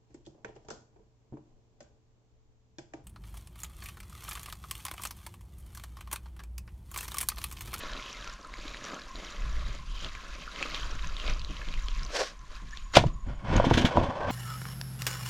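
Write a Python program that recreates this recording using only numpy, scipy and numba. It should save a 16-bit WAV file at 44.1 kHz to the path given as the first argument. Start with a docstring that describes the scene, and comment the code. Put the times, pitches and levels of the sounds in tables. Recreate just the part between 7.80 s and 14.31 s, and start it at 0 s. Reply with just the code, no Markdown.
"""Muddy rag and plastic basin in a doorway

A wet rag smears mud over an earthen floor: filtered noise and crackle, with air pockets popping as brief rings.
A slipper scuffs, grit noise over a hollow sole; the rag slaps into a plastic basin as bursts of spray.
The basin drags and bumps over stone: slip noise through resonances, blows on decaying modes, rim chatter, a squeal.
Hand and knee thump the earth, wind and shaken ground rumble in the microphone as low noise,
a far narrow hiss hangs near 1 kHz over quiet air, and a small bird chips in short falling sines.
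"""
import sys
import numpy as np
from scipy import signal
from scipy.fft import rfft, irfft
from scipy.io import wavfile
from numba import njit

SR = 44100
rng = np.random.default_rng(int(sys.argv[2]) if len(sys.argv) > 2 else 0)


def gain_from_db(level_db):
    """Turn a decibel level (scalar or array-like) into a linear amplitude factor."""
    decades = np.asarray(level_db, float) / 20
    return 10 ** decades


def put_to_file(sound):
    """Save the sound as 16-bit audio at rate SR, in the file named by the first command-line argument."""
    columns = np.atleast_2d(sound).T  # one column per channel
    safe = np.clip(columns, -1, 1)
    whole_steps = np.round(safe * 32767)
    wavfile.write(sys.argv[1], SR, whole_steps.astype(np.int16))


N = 287091

# the rag rubbed over mud: (time [s], wet hiss level [dB], low squelch against it [dB], swish centre [Hz])
RUBBING = [(0.0, -43, -6.5, 1830), (0.13, -46, 0.5, 1650), (0.29, -45, -11.5, 3000), (0.41, -48, -5, 1510),
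           (0.5, -46.5, -11, 1640), (0.59, -58, -1.5, 1450), (0.73, -55, -3, 1890), (0.87, -47, -2, 2420),
           (1.01, -50, 2, 2040), (1.07, -44.5, 1, 1760), (1.15, -48.5, 4, 1260), (1.25, -54, 0, 1860),
           (1.31, -54.5, -3, 1770), (1.38, -47.5, 1.5, 2120), (1.55, -49.5, -2, 1920),
           (1.7, -50, -2.5, 1660), (1.95, -49, -3, 2100), (2.04, -59, -8, 2300), (2.1, -51.5, -15.5, 2900),
           (2.26, -43.5, -1, 3030), (2.31, -51.5, -11, 1890), (2.5, -48.5, -4, 1480), (2.61, -49, -5, 2700),
           (2.69, -52, -5.5, 1350), (2.84, -40, 1, 2520), (2.89, -47.5, 1.5, 1660), (2.95, -39.5, -7, 2740),
           (3.02, -43, -8.5, 1330), (3.19, -48, -6, 1450), (3.3, -49, -10.5, 1500),
           (3.37, -48.5, -5.5, 3070), (3.5, -39, -0.5, 2200), (3.58, -52.5, -3.5, 2400),
           (3.66, -54.5, -6, 3350), (3.75, -48.5, -4.5, 2000), (3.95, -48.5, -10, 2360),
           (4.02, -51, -10, 1620), (4.08, -51, -6, 3200), (4.2, -47, -18, 1790), (4.26, -49.5, -5, 2340),
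           (4.32, -50.5, 9, 2100)]


def rms_one(x):
    """Scales a signal to rms 1."""
    return x / np.sqrt(np.mean(x ** 2) + 1e-20)


def in_time(rows):
    """Columns as curves; the first level is silent outside the rows."""
    s, level, *more = np.transpose(rows)
    t = np.arange(N) / SR
    first = np.interp(t, s, level, left=-140, right=-140)
    return [first] + [np.interp(t, s, column) for column in more]


def coloured(x, points):
    """Minimum-phase filter shaped by (frequency [Hz], level [dB]) points; rms 1."""
    hz, level_db = np.transpose(points)
    size = 4096
    log_hz = np.log(np.arange(size // 2 + 1) * SR / size + 1)
    want = np.interp(log_hz, np.log(hz), level_db) * np.log(10) / 20
    cepstrum = irfft(want)
    cepstrum[1:size // 2] *= 2   # folding the cepstrum gives minimum phase
    cepstrum[size // 2 + 1:] = 0
    impulse = irfft(np.exp(rfft(cepstrum)))
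    return rms_one(signal.fftconvolve(x, impulse)[:N])


def cut(x, hz, kind, order=2):
    """Butterworth low, high or band filter."""
    return signal.sosfilt(signal.butter(order, hz, kind, fs=SR, output="sos"), x)


def resonance(x, hz, width_hz):
    """Two-pole resonance with zeros at both ends of the spectrum."""
    r = np.exp(-np.pi * width_hz / SR)
    return signal.lfilter([(1 - r * r) / 2, 0, (r * r - 1) / 2], [1, -2 * r * np.cos(2 * np.pi * hz / SR), r * r], x)


def double_resonance(x, hz, width_hz, ratio=2):
    """Two resonances in a row, the second ratio times as wide; rms 1."""
    return rms_one(resonance(resonance(x, hz, width_hz), hz, ratio * width_hz))


@njit
def sweep(x, hz, r, sr):
    """A resonance whose centre moves."""
    out = np.zeros(len(x))
    for i in range(2, len(x)):
        feedback = 2 * r * np.cos(2 * np.pi * hz[i] / sr) * out[i - 1] - r * r * out[i - 2]
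        out[i] = x[i] - x[i - 2] + feedback
    return out


def drift(rate_hz):
    """Slow chance below rate_hz, spread 1."""
    return rms_one(cut(rng.standard_normal(N + SR), rate_hz, "low")[SR:])


def grains(per_s, spread_db, smooth):
    """Random clicks of very uneven size over a share of smooth noise."""
    sizes = gain_from_db(spread_db * np.minimum(rng.exponential(1, N), 4)) * rng.choice([-1, 1], N)
    clicks = rms_one(sizes * (rng.random(N) < per_s / SR))
    return clicks + smooth * rng.standard_normal(N)


def crackle(per_s, spread_db, low_hz, high_hz, cycles, count=12):
    """Tiny bursts, each ringing a few cycles at one of count pitches; rms 1."""
    clicks = grains(per_s, spread_db, smooth=0)
    dealt = rng.integers(0, count, N)   # which pitch each click rings
    pitches = np.geomspace(low_hz, high_hz, count)
    return rms_one(sum(resonance(clicks * (dealt == k) + 1e-18, hz, hz / cycles) / np.sqrt(hz)
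                       for k, hz in enumerate(pitches)))


def bursts(rows):
    """Envelopes that swell to their moment and die away; rows: (time [s], level [dB], rise [s], t60 [s])."""
    t, out = np.arange(N) / SR, np.zeros(N)
    for s, level_db, rise, t60 in rows:
        near = slice(max(int((s - 5 * rise) * SR), 0), int((s + t60) * SR))
        since = t[near] - s
        out[near] += gain_from_db(level_db) * np.where(since < 0, np.exp(-(since / rise) ** 2), gain_from_db(-60 * since / t60))
    return out


def smear():
    """The rag drags grit and water: hiss and crackle with a moving swish, duller or brighter, over a soft squelch."""
    # spectrum of the wet hiss: (frequency [Hz], level [dB])
    hiss_points = [(530, -32.5), (900, -14), (1040, -3.5), (1910, -12), (2480, -10.5), (3850, -5.5),
                   (6730, -2), (8250, -17.5), (13100, -23.5), (15500, -87)]
    # spectrum of the low squelch: (frequency [Hz], level [dB])
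    squelch_points = [(88, -59), (150, -0.5), (522, -3), (602, 1.5), (782, -10), (1000, -10.5), (1300, 0.5),
                      (2200, -120)]
    # spells of drips from the rag, each: (time [s], wet hiss level [dB], low squelch against it [dB], swish centre [Hz])
    drip_spells = [
        [(4.5, -52.5, 2.5, 2180), (4.59, -68, -5, 1950), (4.744, -51, -7, 1360), (4.85, -60.5, -10, 2010),
         (4.94, -54, -9, 1680), (4.98, -53, -27, 2940), (5.09, -63.5, -6, 1800), (5.13, -56, -10, 1430)],
        [(5.28, -76, 5, 1730), (5.34, -67, 6, 1700), (5.43, -80, 5, 1400)],
    ]
    bright_db, dulling = -6.5, 0.35   # treble share at a hiss of -51.5 dB; dB lost per dB of harder pressure
    tilt = [(500, -12), (1000, 0), (8000, 9), (16000, 12)]
    # clumps of small bubbles
    fizz = coloured(crackle(700, 5.05, 1044, 4660, cycles=6.2), tilt) * gain_from_db(4.0 * drift(10.2))
    fine = coloured(crackle(900, 4.1, 1390, 13000, cycles=17.0), tilt)
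    water = coloured(rng.standard_normal(N), [(500, 0.014), (16000, 0)])
    wet = 0.5 * fizz + 1.64 * fine + 2.48 * water
    hiss = coloured(wet * gain_from_db(1.07 * drift(28)), hiss_points)
    dull = rms_one(cut(hiss, 3540, "low", order=3))
    top = rms_one(cut(hiss, 2640, "high", order=3))
    low = coloured(grains(210, 2.4, smooth=0.6) * gain_from_db(2.8 * drift(34)), squelch_points)
    out = np.zeros(N)
    for spell in [RUBBING, *drip_spells]:
        hiss_db, low_db, swish_hz = in_time(spell)
        top_db = bright_db - dulling * (np.maximum(hiss_db, -70) + 51.5)
        swish = rms_one(sweep(dull, swish_hz, np.exp(-np.pi * 420 / SR), SR))   # 420 Hz wide
        out += gain_from_db(hiss_db) * (1.086 * dull + 0.45 * swish + gain_from_db(top_db) * top + gain_from_db(low_db) * low)
    return out


def wind_and_shaking():
    """Lumpy pressure swings carry faster eddies; the heavy basin shaking the ground adds the same kind of rumble."""
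    # wind on the microphone: (time [s], rumble level [dB])
    gusts = [(0.0, -43), (0.13, -42.5), (0.33, -49), (0.49, -39.5), (0.6, -48.5), (0.9, -41), (1.1, -48.5),
             (1.3, -43), (1.56, -47), (1.6, -32.5), (1.83, -24), (1.9, -34), (2.25, -33), (2.43, -46),
             (2.54, -39), (2.76, -50.5), (3.15, -29.5), (3.34, -30), (3.39, -41), (3.45, -28.5),
             (3.78, -37), (3.97, -28), (4.24, -28.5), (4.39, -50), (4.68, -44), (4.82, -37.5), (4.97, -42),
             (5.08, -35), (5.12, -45)]
    # ground shaken under the microphone: (time [s], rumble level [dB], faster noise against it [dB])
    ground = [(5.12, -43, -18), (5.178, -40.5, 16), (5.2, -27, 3), (5.362, -33.5, -10.5), (5.398, -51, -3),
              (5.436, -33.5, -21), (5.498, -39, 8), (5.592, -33, -18), (5.63, -51, 11), (5.766, -19, 0),
              (5.874, -38, 1), (5.916, -24, -1.5), (6.138, -49.5, 7), (6.188, -21.5, -4.5), (6.366, -56, 8),
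              (6.388, -40, -7), (6.51, -38.5, 5)]
    eddy_db, eddy_follows = -59, 0.78   # faster eddies at a rumble of -42 dB; share of the rumble's swing
    rumble_db, = in_time(gusts)
    shake_db, reach_db = in_time(ground)
    rumble = cut(cut(rng.standard_normal(N), 49.2, "low", order=6), 6.6, "high")
    slow = rms_one(rumble * gain_from_db(1.1 * drift(1.0)))
    fast = rms_one(cut(rng.standard_normal(N), [70, 150], "band") * gain_from_db(3.5 * drift(15)))
    eddies = gain_from_db(eddy_db + eddy_follows * (rumble_db + 42) + 1.35 * drift(3.6))
    return (gain_from_db(rumble_db) + gain_from_db(shake_db)) * slow + (eddies + gain_from_db(shake_db + reach_db)) * fast


def outdoors():
    """A broken, wavering narrow hiss over the broad quiet of the yard."""
    # spectrum of the open air: (frequency [Hz], level [dB])
    air_points = [(100, -18.5), (200, 2), (450, -18), (900, -16), (2000, -13), (5000, -22), (7200, -25),
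                  (8500, -28.5), (13000, -41), (15500, -109)]
    air_db, far_db = -61.5, -58
    far = double_resonance(rng.standard_normal(N), 1061, 95)
    broken_db = 3.2 * drift(10)
    return gain_from_db(far_db + broken_db) * far + gain_from_db(air_db) * coloured(rng.standard_normal(N), air_points)


def thumps():
    """Hand and knee on packed earth: dull puffs of low noise."""
    # soft thumps: (time [s], level [dB])
    thump_rows = [(0.1, -50), (0.46, -55), (1.64, -47.5), (2.1, -56), (2.26, -50), (2.59, -50), (3.5, -39),
                  (3.7, -40.5), (3.885, -41.5), (4.22, -46), (4.829, -47)]
    rise_s, t60_s = 0.0097, 0.19
    body = double_resonance(rng.standard_normal(N), 125, 121)
    return bursts([(s, db, rise_s, t60_s) for s, db in thump_rows]) * body


def pops():
    """Air pockets burst in the mud: each snaps with a broad tick and rings a few cycles."""
    # air pockets bursting: (time [s], peak level [dB], pitch [Hz])
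    pockets = [(0.369, -33, 4050), (0.4756, -28, 2700), (0.613, -40, 5940), (0.647, -35, 1500),
               (0.672, -42.5, 8700), (0.7392, -25.5, 2150), (0.8806, -27.5, 3900), (0.9454, -27.5, 1850),
               (0.9703, -28, 3150), (1.042, -30, 5840), (1.051, -27.5, 5700), (1.144, -30, 6200),
               (1.3566, -28.5, 4020), (2.2464, -21, 3470), (2.3514, -25.5, 2280), (2.7605, -25.5, 3070),
               (2.827, -12.5, 2530), (2.901, -26.5, 2010), (2.946, -18, 3500), (2.946, -26.5, 2820),
               (3.155, -39, 6200), (3.193, -34.5, 2400), (3.245, -27, 2650), (3.272, -30, 6300),
               (3.367, -24, 3600), (3.3997, -23, 3000), (3.479, -21.5, 3040), (3.595, -28, 4550),
               (3.6168, -28, 3520), (3.6475, -25.5, 4000), (3.7677, -27, 2980), (3.8868, -25.5, 3260),
               (3.9395, -23.5, 2800), (4.0844, -21.5, 3270), (4.2325, -27.5, 5240), (4.25, -29, 6100),
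               (4.264, -31, 4500), (4.592, -44, 6140), (4.717, -46, 4400), (4.909, -39, 5640),
               (4.9727, -24, 3650), (5.7655, -20, 6500)]
    small_count, small_db = 30, 16.5   # pockets at chance moments of the rubbing; highest peak above the hiss
    ring_t60_s = 0.0062
    out, t = np.zeros(N), np.arange(1024) / SR
    hiss_db = in_time(RUBBING)[0]
    chances = rng.random((small_count, 3)) * [RUBBING[-1][0], 1, 1]
    small = [(s, hiss_db[int(s * SR)] + small_db - 3.2 * less, 1900 * 3.3 ** high) for s, less, high in chances]
    ticks = rng.standard_normal((len(pockets) + small_count, len(t)))
    for (s, peak_db, hz), tick in zip(pockets + small, ticks):
        # a second ring, at nearly the same pitch in every pocket
        upper_hz = 3990 * (1 + 0.05 * tick[0])
        upper_db = -11.5 + 4.0 * tick[1]
        tones = np.sin(2 * np.pi * hz * t) + gain_from_db(upper_db) * np.sin(2 * np.pi * upper_hz * t)
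        ring = tones * gain_from_db(-60 * t / ring_t60_s)
        snap = ring + 0.19 * cut(tick, [1800, 7000], "band") * gain_from_db(-60 * t / (4.0 * ring_t60_s))
        snap = cut(snap, 7400, "low", order=4)   # wet edges blunt the top
        i = round(s * SR)
        out[i:i + len(t)] += gain_from_db(peak_db) * snap / np.abs(snap).max()
    return out


def glugs():
    """Larger bubbles and drips swell and sing briefly, rising slightly in pitch."""
    # singing bubbles: (time [s], peak level [dB], starting pitch [Hz], length [s])
    bubbles = [(0.436, -42.5, 1357, 0.098), (0.644, -37.5, 1284, 0.012), (0.849, -37, 275, 0.015),
               (1.128, -39, 1256, 0.026), (2.676, -29, 1310, 0.006), (3.228, -40, 1008, 0.03),
               (3.813, -34.5, 1690, 0.0092), (4.927, -36.5, 1750, 0.018)]
    out = np.zeros(N)
    for s, peak_db, hz, length in bubbles:
        t, i = np.arange(int(length * SR)) / SR, round(s * SR)
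        swell = np.sin(np.pi * t / length) ** 2
        tone = np.sin(2 * np.pi * hz * t * (1 + 0.0123 * t / length))
        out[i:i + len(t)] += gain_from_db(peak_db) * swell * tone
    return out


def bird():
    """Short falling whistles, blurred by echoes from trees and walls."""
    # chips: (time [s], peak level before echoes [dB])
    chip_rows = [(0.737, -58), (.795, -66), (0.865, -60), (.9, -58), (.95, -57), (1.023, -52), (1.108, -53),
                 (1.2, -62), (1.29, -56), (1.356, -50), (1.424, -56), (1.51, -69), (4.917, -50.5),
                 (4.988, -55), (5.031, -50), (5.117, -47), (5.252, -54), (5.328, -54), (5.392, -56),
                 (5.464, -58.5), (5.544, -60)]
    chip_hz, spread_hz, fall_hz, chip_s = 7020, 31, 323, 0.0243
    out, t = np.zeros(N), np.arange(int(chip_s * SR)) / SR
    for (s, peak_db), hz in zip(chip_rows, rng.normal(chip_hz, spread_hz, len(chip_rows))):
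        whistle = np.sin(2 * np.pi * (hz * t - fall_hz * t ** 2 / (2 * chip_s)))
        chip = np.sin(np.pi * t / chip_s) ** 2 * whistle
        i = round(s * SR)
        out[i:i + len(t)] += gain_from_db(peak_db) * chip
    t = np.arange(SR // 2) / SR
    echoes = rng.standard_normal(len(t)) * gain_from_db(-60 * t / 0.36)   # t60 0.36 s
    return out + 0.7 * signal.fftconvolve(out, echoes / np.sqrt(np.sum(echoes ** 2)))[:N]


def scuff():
    """A slipper scuffs stone: grit under a rubber sole, whose hollow rings low."""
    # the scuff: (time [s], grit level [dB], sole resonance against the grit [dB])
    scuff_rows = [(4.3, -53, -12), (4.335, -40.5, -5), (4.346, -33, 0.5), (4.368, -29, -2), (4.42, -33, 4),
                  (4.48, -41, -11), (4.534, -62, -19), (4.54, -64, -15)]
    # spectrum of the grit: (frequency [Hz], level [dB])
    grit_points = [(530, -52), (900, -24), (1090, 7.5), (1210, -5.5), (1580, 5.5), (2330, -1.5),
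                   (5570, 0.5), (15500, -40)]
    grit_db, sole_db = in_time(scuff_rows)
    slips = grains(3000, 4.7, smooth=1.0) * gain_from_db(1.7 * drift(29))
    sole = double_resonance(slips, 513, 290, ratio=1)
    return gain_from_db(grit_db) * (coloured(slips, grit_points) + gain_from_db(sole_db) * sole)


def splash():
    """The rag slaps into the basin: bursts of grainy spray."""
    # spray bursts: (time [s], level [dB], rise [s], t60 [s])
    splash_rows = [(5.142, -30, 0.0054, 0.11), (5.158, -17.5, 0.006, 0.17), (5.170, -8.5, 0.0028, 0.023),
                   (5.18, -46, .004, 0.087), (5.24, -65, 0.0071, 0.035), (5.268, -46.5, 0.0041, 0.13)]
    # spectrum of the spray: (frequency [Hz], level [dB])
    spray_points = [(180, -40), (300, -5.5), (1000, -3), (1730, -4.5), (1870, -5.5), (2040, -5),
                    (3130, -4.5), (3450, -4), (6680, -15), (15500, -49.5)]
    return bursts(splash_rows) * coloured(grains(6000, 3.7, smooth=0.45), spray_points)


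def bumps():
    """Blows ring the modes of the basin's bottom; strong blows and stiff spots make brief, bright contacts."""
    # blows on the basin: (time [s], peak level [dB], pitch favoured by the spot struck [Hz])
    blows = [(5.169, 4, 595), (5.195, -15.5, 105), (5.238, -15, 560), (5.472, -27, 197), (5.501, -33, 200),
             (5.736, -25, 120), (5.755, -12.5, 270), (5.799, -5.5, 560), (5.842, -14, 620),
             (5.867, -11, 203), (5.910, -4.5, 456), (5.915, -12, 110), (5.947, -12.5, 149),
             (5.973, -8, 233), (6.045, -6.5, 233), (6.156, -16, 302), (6.171, -5.5, 780), (6.179, -9, 323),
             (6.212, -15.5, 613), (6.284, -21, 147)]
    # modes of the bottom: (frequency [Hz], level [dB], t60 [s])
    modes = [(110, -2.5, 0.077), (169.4, -12.5, 0.13), (244, 3, 0.066), (338, -6, 0.089),
             (496, 11.5, 0.028), (659, 13, 0.028), (966, 22.5, 0.016)]
    out, t = np.zeros(N), np.arange(8192) / SR
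    strengths = rng.normal(0, 2.1, (len(blows), len(modes)))   # dB
    delays = rng.uniform(0, 0.001904, strengths.shape)   # s; a broad contact does not reach every mode at once
    for (s, peak_db, spot_hz), strength, lags in zip(blows, strengths, delays):
        contact_hz = (80 + 1.35 * spot_hz) * gain_from_db(0.19 * (peak_db + 14))
        ring = np.zeros(len(t))
        for (hz, db, t60), extra_db, lag in zip(modes, strength, lags):
            off_spot_db = 9.8 * abs(np.log2(hz / spot_hz))
            decay = gain_from_db(db + extra_db - off_spot_db - 60 * t / t60)
            ring += decay * np.sin(2 * np.pi * hz * (t - lag)) * (t > lag)
        push = np.sin(np.pi * np.minimum(t * contact_hz, 1)) ** 2   # the bottom gives way under the blow
        blow = cut(ring + 0.5 * push, contact_hz, "low")
        i = round(s * SR)
        out[i:i + len(t)] += gain_from_db(peak_db) * blow / np.abs(blow).max()
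    return out


def drag():
    """The basin slides on stone: stick and slip excite its walls, its booming bottom and its squealing foot."""
    # sliding: (time [s], scrape level [dB], boom against the scrape [dB])
    drag_rows = [(5.42, -76, -11.5), (5.47, -53, -9), (5.52, -48, -9), (5.56, -56, -4), (5.63, -53.5, -19),
                 (5.69, -34, -17), (5.728, -31.5, 3.5), (5.82, -34.5, -10), (5.874, -34, 9),
                 (5.95, -34.5, -19), (5.978, -40.5, 14.5), (6.054, -34.5, 2.5), (6.108, -35, -11),
                 (6.168, -31, -1.5), (6.358, -36, -10), (6.488, -29, -12), (6.51, -31, 6)]
    # share of the walls' high ring: (time [s], level [dB])
    high_rows = [(5.42, -3.5), (5.6, -1.5), (5.69, -6.5), (5.75, -3.5), (6.05, -4.5), (6.47, -15),
                 (6.51, -3)]
    # wall resonances: (frequency [Hz], width before broadening [Hz], level before width weighting [dB])
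    wall_modes = [(556, 107, 2), (1064, 140, 0), (1450, 82, 6.5), (1890, 290, -3), (2180, 110, 0.5),
                  (2700, 190, -5.5), (3030, 87, -1.5), (3500, 160, -10.5), (4800, 45, -27)]
    scrape_db, boom_db = in_time(drag_rows)
    high_db, = in_time(high_rows)
    slips = cut(grains(900, 2.1, smooth=1.0) * gain_from_db(1.54 * drift(31)), 8200, "low")
    walls = [gain_from_db(db) * rms_one(resonance(slips, hz, 1.3 * width)) * np.sqrt(width) for hz, width, db in wall_modes]
    # the two lowest wall resonances, over some broad scrape
    low = rms_one(walls[0] - walls[1])
    low = rms_one(low + 0.29 * rms_one(cut(slips, [350, 1400], "band")))
    # the others, with alternating signs
    high = rms_one(sum(w * (-1) ** k for k, w in enumerate(walls[2:])))
    rasp = rms_one(cut(cut(slips, [1300, 5000], "band"), 7000, "low"))
    high = rms_one(high + 0.35 * rasp)
    boom = double_resonance(slips, 211, 250)
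    return gain_from_db(scrape_db) * (low + gain_from_db(boom_db) * boom + gain_from_db(high_db) * high) + squeal(slips)


def chatter():
    """The loose rim chatters as the basin skips: bright grainy bursts."""
    # rim bursts: (time [s], level [dB])
    skips = [(5.765, -34.5), (5.851, -32.5), (5.904, -34), (5.941, -26), (5.979, -24), (6.016, -34),
             (6.055, -24.5), (6.171, -41.5), (6.235, -40.5), (6.5, -49)]
    # spectrum of the rim: (frequency [Hz], level [dB])
    rim_points = [(710, -59), (1200, -5), (1470, 5), (1750, 1.5), (2860, -0.5), (3140, 3.5), (4830, -10),
                  (6510, -9.5), (8070, -22.5), (12900, -33), (15500, -57)]
    rise_s, t60_s = 0.0053, 0.12
    rattle = coloured(grains(2500, 2.1, smooth=0.89), rim_points)
    return bursts([(s, db, rise_s, t60_s) for s, db in skips]) * rattle


def squeal(slips):
    """The basin's foot squeals: the slips drive a narrow resonance."""
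    # squeals: (time [s], level [dB], rise [s], t60 [s])
    squeal_rows = [(6.415, -42, 0.0093, .2), (6.465, -40.5, .03, 0.12)]
    return bursts(squeal_rows) * double_resonance(slips, 1537, 44)


def doorway(x):
    """A short diffuse answer from the woven walls."""
    t = np.arange(SR // 4) / SR
    # t60 0.12 s, after a gap of 4 ms
    tail = cut(rng.standard_normal(len(t)), 2670, "low") * gain_from_db(-60 * t / 0.12) * (t > 0.004)
    return x + gain_from_db(-20.5) * signal.fftconvolve(x, tail / np.sqrt(np.sum(tail ** 2)))[:N]


def scene():
    """Sounds answered by the doorway, then those added without it, alike on both channels."""
    basin = splash() + bumps() + drag() + chatter()
    answered = doorway(smear() + pops() + glugs() + scuff() + basin + bird())
    mono = answered + thumps() + wind_and_shaking() + outdoors()
    return np.stack([mono, mono])


def low_pass(x):
    """Removes everything above the highest recorded frequency."""
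    return signal.sosfilt(signal.butter(12, 15730, fs=SR, output="sos"), x)


def record(dry):
    """The channels differ by a delayed share of the high treble, added with opposite signs; peaks are rounded off."""
    delayed = np.concatenate([np.zeros(120), dry[0, :-120]])   # 120 samples
    side = gain_from_db(-0.5) * cut(delayed, 11600, "high", order=10) + gain_from_db(-20.5) * cut(delayed, 8300, "high", order=2)
    both = dry + side * [[1], [-1]]   # opposite sign in each channel
    rounded = 1.218 * np.tanh(both / 1.404)
    mix = cut(rounded, 15600, "low", order=12).clip(-1, 1)
    return low_pass(mix)


dry = scene()
out = record(dry)
put_to_file(out)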